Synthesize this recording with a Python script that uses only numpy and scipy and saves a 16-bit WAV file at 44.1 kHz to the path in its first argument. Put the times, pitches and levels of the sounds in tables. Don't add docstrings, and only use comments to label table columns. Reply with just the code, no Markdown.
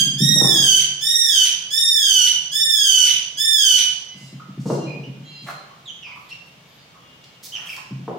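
import sys
import numpy as np
from scipy import signal
from scipy.fft import rfft, irfft
from scipy.io import wavfile
from scipy.ndimage import uniform_filter1d, minimum_filter1d

SR = 44100
rng = np.random.default_rng(int(sys.argv[2]) if len(sys.argv) > 2 else 0)


def wav_record(signal):
    frames = np.transpose(np.atleast_2d(signal))
    bounded = np.clip(frames, -1, 1)
    quanta = np.round(bounded * 32767).astype(np.int16)
    wavfile.write(sys.argv[1], SR, quanta)


N = 361113
TIME = np.arange(N) / SR


def gain_of(db):
    return 10 ** (np.asarray(db) / 20)


def evened(x):
    return x / np.sqrt(np.mean(x ** 2) + 1e-20)


def read(points, hz):
    f, value = np.transpose(points)
    return np.interp(np.log(hz + 1), np.log(f + 1), value)


def add(mix, start_s, sound):
    at = round(start_s * SR)
    sound = sound[max(-at, 0):]
    part = mix[max(at, 0):][:len(sound)]
    part += sound[:len(part)]


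def bins(x):
    return np.fft.rfftfreq(x.shape[-1], 1 / SR)


def coloured(x, db):
    return irfft(rfft(x) * gain_of(db), x.shape[-1])


def noise(points):
    return evened(coloured(rng.standard_normal(N), read(points, bins(TIME))))


def wobble(size, hz):
    raw = rng.standard_normal(N // 8 + size)
    slow = coloured(raw, -10 * np.log10(1 + (bins(raw) / hz) ** 4))
    return evened(slow[:size])


# pitch_hz, likeness (0-1)
LIKENESS = [(150, 0.94), (300, 0.76), (550, 0.72), (1000, 0), (16000, 0)]


def paired(two):
    a, b = rfft(two)
    same = np.clip(read(LIKENESS, bins(two)), -1, 1)
    second = same * a + np.sqrt(1 - same ** 2) * b
    return irfft(np.array([a, second]), two.shape[-1])


# pitch_hz, fade_s
ECHO_FADE = [(150, 1), (500, 0.94), (1500, 0.76), (3000, 0.68), (6000, 0.66), (10000, 0.43), (15000, 0.34)]


def room(x, wet_db, gap_s=0.0024):
    taps = paired(rng.standard_normal((2, SR)))
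    hz, t, bands = signal.stft(taps, SR, nperseg=256)
    fading = gain_of(-60 * t / read(ECHO_FADE, hz)[:, None])
    tail = signal.istft(bands * fading, SR)[1][:, :SR]
    tail *= TIME[:SR] > gap_s
    tail /= np.linalg.norm(tail[0])
    wet = signal.fftconvolve(x[None], tail, axes=1)[:, :N]
    return (x + gain_of(wet_db) * wet) / np.sqrt(1 + gain_of(2 * wet_db))


# pitch_hz, relative level_db
ROOM_NOISE = [(25, -29), (55, -14), (90, -14), (140, 2), (210, -8), (350, -13.5), (650, -12), (1100, -13),
              (1600, -16), (2900, -13.5), (4200, -19), (6300, -23), (9000, -33), (16000, -34)]
# pitch_hz, level_db
ROOM_TONES = [(2223, -70), (2815, -70), (3085, -68), (3311, -73), (3628, -71)]


def background(wash_db=-50, tones_db=3):
    wash = gain_of(wash_db) * paired(np.array([noise(ROOM_NOISE), noise(ROOM_NOISE)]))
    tones = np.zeros(N)
    for hz, db in ROOM_TONES:
        strength = gain_of(db) * (1 + 0.57 * wobble(N, 6.4))
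        tones += strength * np.sin(2 * np.pi * hz * TIME)
    return wash + gain_of(tones_db) * tones


# pitch_hz, relative level_db
FULL_RING = [(2024, -58), (2320, -64), (2767, -52), (2929, -64), (3230, -48), (4048, -49), (4258, -57),
             (4915, -59), (6767, -62.5)]
DULL_RING = [(2040, -58), (2767, -61), (4027, -61), (4888, -63), (5211, -62.5)]
HIGHER_RING = [(2347, -73), (3074, -68), (3505, -68), (3876, -68), (4460, -65), (4910, -71), (6923, -74),
               (11709, -71)]
# pitch_hz, relative level_db
WHINING_PAIR = [(4090, 4), (4170, 2.5)]
THIN_PAIR = [(2795, -0.5), (5900, -6.5)]
FAINT_SET = [(2229, -71), (2815, -59), (3063, -63), (3348, -62), (3720, -78)]
# start_s, length_s, level_db, name of the set
RING_SWELLS = [(4.069, 0.29, -50, "low"), (4.662, 0.22, -48.5, "thin"), (4.727, 0.21, -52, "whine"),
               (5.217, 0.3, -44, "full"), (5.264, 0.38, -48.5, "whine"), (6.201, 0.18, -57, "high"),
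               (6.654, 0.22, -56.5, "high"), (6.923, 0.54, -57, "faint"), (8.021, 0.18, -68, "thin")]


def ringing(waver_hz=7, taper=0.42):
    sets = {"full": FULL_RING, "low": DULL_RING, "high": HIGHER_RING,
            "whine": WHINING_PAIR, "thin": THIN_PAIR, "faint": FAINT_SET}
    out = np.zeros(N)
    for start_s, length_s, db, name in RING_SWELLS:
        t = np.arange(0, length_s, 1 / SR)
        tone = 0
        for hz, partial_db in sets[name]:
            waver = wobble(len(t), waver_hz) + 1j * wobble(len(t), waver_hz)
            tone = tone + gain_of(partial_db) * waver * np.exp(2j * np.pi * hz * t)
        swell = signal.windows.tukey(len(t), taper)
        add(out, start_s, gain_of(db) * evened(tone.real) * swell)
    return out


# start_s, length_s, relative level_db, centre_hz, width_octaves
SCUFF_LIST = [(4.141, 0.19, -54, 6140, 0.45), (4.397, 0.012, -36, 1275, 0.073),
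              (4.589, 0.067, -53.5, 5800, .5), (4.642, .14, -43, 5400, 0.45), (5.415, 0.058, -55, 5360, .6),
              (5.458, 0.068, -35, 1030, 0.92), (5.484, 0.0081, -26.5, 1170, 0.26),
              (5.703, 0.031, -49, 1060, 0.1), (6.055, 0.074, -48, 1030, 0.31), (6.135, .11, -62, 5000, 3.5),
              (6.156, 0.028, -39.5, 1086, 0.1), (6.287, 0.026, -43, 3540, 0.54),
              (6.456, .037, -61, 3500, 3), (6.936, 0.046, -51, 1180, 0.12), (7.237, 0.011, -44.5, 3900, .5),
              (7.423, 0.057, -39.5, 4930, 0.44), (7.426, 0.047, -39, 13000, .55),
              (7.523, 0.19, -46, 1340, 0.8), (7.639, .14, -45.5, 4940, 3.5),
              (7.764, 0.0046, -31, 3500, 0.74), (7.768, 0.0284, -39.5, 1090, 0.33)]


def scuffs(grain_db=1.5, level_db=1):
    out = np.zeros(N)
    for start_s, length_s, db, hz, octaves in SCUFF_LIST:
        size = int(length_s * SR)
        grains = gain_of(grain_db * np.minimum(rng.exponential(1, size), 5))
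        clicks = rng.standard_normal(size) * grains
        distance = np.log2((bins(clicks) + 1) / hz) / octaves
        band = evened(coloured(clicks, -10 * np.log10(1 + distance ** 4)))
        add(out, start_s, gain_of(db + level_db) * band * signal.windows.tukey(size, .5))
    return out


# start_s, relative level_db
PAW_STEPS = [(.001, -22.5), (0.061, -21), (0.127, -25.5), (.204, -12), (.217, -11), (.289, -14),
             (0.357, -15), (.413, -14), (.574, -20), (4.147, -37), (4.21, -33.5), (4.326, -27),
             (4.485, -29.5), (4.576, -20), (4.654, -16.5), (4.698, -16.5), (4.761, -20.5), (4.85, -21.5),
             (4.971, -26), (5.069, -23.5), (5.196, -30.5), (5.421, -31.5), (7.908, -22.5), (7.993, -27.5)]
# pitch_hz, relative level_db, fade_s (by 60 dB)
BOX_MODES = [(128, -4, 0.13), (145.3, 2, 0.26), (170.3, 2.5, 0.13), (201.7, 2.5, 0.16), (257, -1, 0.12),
             (304, -6, 0.082)]


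def thumps(level_db=-2, contact_s=0.0028):
    out, t = np.zeros(N), TIME[:SR // 2]
    detunes = rng.normal(1, 0.033, (len(PAW_STEPS), len(BOX_MODES)))
    for (start_s, db), detune in zip(PAW_STEPS, detunes):
        ring = np.zeros(len(t))
        for (hz, mode_db, fade_s), shift in zip(BOX_MODES, detune):
            ring += gain_of(mode_db - 60 * t / fade_s) * np.sin(2 * np.pi * hz * shift * t)
        soft_onset = (1 - np.exp(-t / contact_s)) ** 2
        add(out, start_s, gain_of(db + level_db) * ring * soft_onset)
    return out


# start_s, relative level_db, flap_hz (its resonance), treble_db
HARD_LANDINGS = [(.36, -33, 500, 0), (.412, -22, 420, 0), (.445, -29, 1100, 0), (4.657, -32, 520, -3),
                 (4.6995, -19.5, 440, -5), (4.76, -35, 650, -3), (4.845, -40, 600, -3),
                 (8.079, -25, 800, -6)]
# pitch_hz, relative level_db
SLAP_COLOUR = [(100, -14), (170, -5), (280, 1), (450, -1), (620, -2), (850, -4), (1200, -9), (1700, -21),
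               (2600, -34), (6000, -43), (15000, -55)]
SLAP_DB, SLAP_FADE_S = 3, .14
CRACK_DB, CRACK_FADE_S = 7, .022
TREBLE_HZ = 1000


def slaps(flap_db=5, rise_s=.0008):
    out, t = np.zeros(N), TIME[:SR // 2]
    hz = bins(t)
    for start_s, db, flap_hz, treble_db in HARD_LANDINGS:
        colour = read(SLAP_COLOUR, hz) + flap_db * np.exp(-((hz - flap_hz) / 150) ** 2)
        colour += treble_db * hz ** 4 / (hz ** 4 + TREBLE_HZ ** 4)
        rattle = evened(coloured(rng.standard_normal(len(t)), colour))
        fade = gain_of(SLAP_DB - 60 * t / SLAP_FADE_S) + gain_of(CRACK_DB - 60 * t / CRACK_FADE_S)
        add(out, start_s, gain_of(db) * rattle * fade * (1 - np.exp(-t / rise_s)) ** 2)
    return out


def box():
    both = room(thumps(), wet_db=-7) + room(slaps(), wet_db=3.5)
    no_bass = signal.cheby1(6, 1, 126, "highpass", fs=SR, output="sos")
    return signal.sosfilt(no_bass, both)


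# start_s, length_s, first_hz, middle_hz, last_hz, relative level_db
PEEP_LIST = [(4.857, 0.11, 2393, 2482, 2376, -42), (5.033, 0.03, 2690, 2950, 2540, -43),
             (5.854, .025, 3910, 3550, 3230, -43.5), (5.871, .043, 3670, 3160, 2990, -36),
             (6.015, 0.079, 3210, 2620, 2340, -38.5), (6.083, 0.054, 2743, 2465, 1990, -43),
             (6.307, 0.028, 2950, 2685, 2930, -34.5), (7.517, 0.043, 2790, 3190, 2800, -35),
             (7.547, 0.0282, 2715, 3000, 2230, -29.5), (7.565, 0.024, 2460, 3060, 2580, -39),
             (7.666, 0.029, 3336, 2920, 2170, -36), (7.69, .022, 2250, 2747, 2280, -32),
             (7.717, .025, 2714, 2440, 2090, -37)]
LOUD_PEEP_DB, OVERTONE_DB, OVERTONE_SLOPE = -30, -11, 0.65


def peeps(quiver=0.007, scratch=.11, quiver_hz=190, flutter=0.38, level_db=1):
    out = np.zeros(N)
    for start_s, length_s, first_hz, middle_hz, last_hz, db in PEEP_LIST:
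        overtone_db = OVERTONE_DB + OVERTONE_SLOPE * (db - LOUD_PEEP_DB)
        u = np.linspace(0, 1, int(length_s * SR))
        curve = np.polyfit([0, .5, 1], [first_hz, middle_hz, last_hz], 2)
        pitch = np.polyval(curve, u)
        unsteady = quiver + scratch * np.ptp(pitch) / middle_hz
        phase = 2 * np.pi * np.cumsum(pitch * (1 + unsteady * wobble(len(u), quiver_hz))) / SR
        swell = signal.windows.tukey(len(u), .4) * (1 + flutter * wobble(len(u), quiver_hz))
        whistle = np.sin(phase) + gain_of(overtone_db) * np.sin(2 * phase)
        add(out, start_s, gain_of(db + level_db) * np.sqrt(2) * swell * whistle)
    return out


# pitch_hz, left_minus_right_db
CORNER_BALANCE = [(1700, -2.5), (3300, -3.5), (4600, -8), (5800, -12), (6500, -6.5), (7100, 3.5), (7900, 7),
                  (9200, 19.5), (10800, 9), (12500, 0.5), (13400, 8), (14400, -15), (15600, -8)]


def from_corner(two):
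    tilt = read(CORNER_BALANCE, bins(two))
    gains = gain_of(np.array([tilt, -tilt]) / 2)
    gains /= np.sqrt(np.mean(gains ** 2, 0))
    return irfft(rfft(two) * gains, N)


SCOOP, SPENT_HZ = .11, 1491
SCOOP_POWER = 2.7


def cry_pitch(t, top_hz, rise_s, sag_s, abruptness):
    climbing = top_hz * (1 - SCOOP * abs(1 - t / rise_s) ** SCOOP_POWER)
    sagging = SPENT_HZ + (top_hz - SPENT_HZ) * np.exp(-abs((t - rise_s) / sag_s) ** abruptness)
    return np.where(t < rise_s, climbing, sagging)


SOFT_START_DB, ATTACK_S, TIRED_DB, RELEASE_S = -15.5, 0.021, -0.5, 0.0063
TIRING = 2.96
FRESH_DB, DIMMED_DB, DULL_START_DB = 1, -1, -0.5
DRIFT, FALTER, DRIFT_HZ = .003, .00895, 14
JITTER, STRAIN, FLUTTER_HZ = .0016, .0058, 260
SHIMMER = .011
BEAT_RATIO, BEAT_DEPTH, BEAT_WANDER = .36, .2, .1
HOARSE = .25
BREATHY_DB, CATCH_DB, HOARSE_DB, BREAK_DB = -57, 26, 36, -22.5
SPUTTER_DB = 2.5
# pitch_hz, relative level_db
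THROAT_COLOUR = [(1450, -23.5), (1900, -18.5), (2900, 4.5), (3750, -4), (4500, -11.5), (5300, -4.5),
                 (6100, 0.5), (7100, -13.5), (8000, -15.5), (9100, -12), (10200, -22), (12500, -20),
                 (13300, -29), (15500, -19.5)]
# pitch_hz, relative level_db
HISS_COLOUR = [(100, -45), (600, -21), (1500, -11), (2200, 0.5), (3200, 10.5), (4100, 2.5), (5200, -1.5),
               (6200, 9), (7500, -33), (9000, -2), (11000, -9.5), (13200, -15), (15500, -26)]
# start_s, length_s, relative level_db, top_hz, rise_s (to the top), sag_s (to sag),
# abruptness (power of the sag), hoarseness (0-1), break_s (length of the closing hiss)
CRY_LIST = [(-.41, 0.43, -15, 1867, 0.16, 0.23, 2, 0.37, 0.0086),
            (0.178, 0.61, -19.5, 1888, .115, .31, 2.3, 0.57, 0.054),
            (1.007, 0.44, -20.5, 1875, 0.16, .17, 2.6, 0.75, 0.062),
            (1.702, 0.57, -20.5, 1828, .135, .215, 2.9, 0.77, 0.034),
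            (2.513, 0.56, -20.5, 1801, .115, .215, 2.5, 0.94, 0.057),
            (3.369, 0.41, -19.5, 1799, 0.11, 0.15, 2.17, 0.81, 0.061)]


def cries():
    out, hiss = np.zeros(N), np.zeros(N)
    for start_s, length_s, db, top_hz, rise_s, sag_s, abruptness, hoarseness, break_s in CRY_LIST:
        t = np.arange(0, length_s, 1 / SR)
        size = len(t)
        starting = np.exp(-t / ATTACK_S)
        tired = (t / length_s) ** TIRING
        rough = hoarseness * tired

        wander = 1 + (DRIFT + FALTER * tired) * wobble(size, DRIFT_HZ)
        pitch = cry_pitch(t, top_hz, rise_s, sag_s, abruptness) * wander
        shake = 1 + (JITTER + STRAIN * rough) * wobble(size, FLUTTER_HZ)
        phase = 2 * np.pi * np.cumsum(pitch * shake) / SR
        beat_hz = BEAT_RATIO * pitch * (1 + BEAT_WANDER * wobble(size, 59.8))
        beat = np.sin(2 * np.pi * np.cumsum(beat_hz) / SR)
        smear = rough * (HOARSE * wobble(size, 560) + BEAT_DEPTH * beat)

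        bright = FRESH_DB + (DIMMED_DB - FRESH_DB) * t / length_s
        voice = np.zeros(size)
        for k in range(1, 11):
            colour = read(THROAT_COLOUR, k * pitch)
            if k > 2:
                colour = colour + bright + DULL_START_DB * (k - 2) * starting
            voice += gain_of(colour) * np.sin(k * phase + smear * max(k - 2, .5))

        loud = gain_of(db + SOFT_START_DB * starting + TIRED_DB * tired)
        loud = loud * signal.windows.tukey(size, 2 * RELEASE_S / length_s)
        add(out, start_s, np.sqrt(2) * loud * voice * (1 + SHIMMER * wobble(size, FLUTTER_HZ)))
        add(hiss, start_s, gain_of(BREATHY_DB + CATCH_DB * starting + HOARSE_DB * rough) * loud)
        closing = gain_of(BREAK_DB) * hoarseness * signal.windows.tukey(int(break_s * SR), .3)
        add(hiss, start_s + length_s - RELEASE_S, closing)
    sputter = evened(gain_of(SPUTTER_DB * wobble(N, 150)))
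    return out + hiss * noise(HISS_COLOUR) * sputter


def scene():
    turf = room(scuffs(), wet_db=3.5) * gain_of([[-1], [1.5]])
    chicks = room(peeps(), wet_db=1) * gain_of([[-1], [2.5]])
    crying = from_corner(room(cries(), wet_db=3.5)) * gain_of(4.5)
    return background() + room(ringing(), wet_db=1.5) + turf + box() + chicks + crying


def record(dry, knee_db=-14, squeeze=0.34, edge_hz=15900):
    power = abs(uniform_filter1d((dry ** 2).mean(0), size=900))
    excess_db = np.maximum(10 * np.log10(power + 1e-12) - knee_db, 0)
    level = dry / gain_of(squeeze * uniform_filter1d(excess_db, size=400))
    headroom = np.minimum(1, .95 / (abs(level).max(0) + 1e-9))
    held = level * uniform_filter1d(minimum_filter1d(headroom, size=400), size=400)
    low_pass = signal.firwin(511, edge_hz, window=("kaiser", 9), fs=SR)
    return signal.oaconvolve(held, low_pass[None], "same")


dry = scene()
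out = record(dry)
wav_record(out)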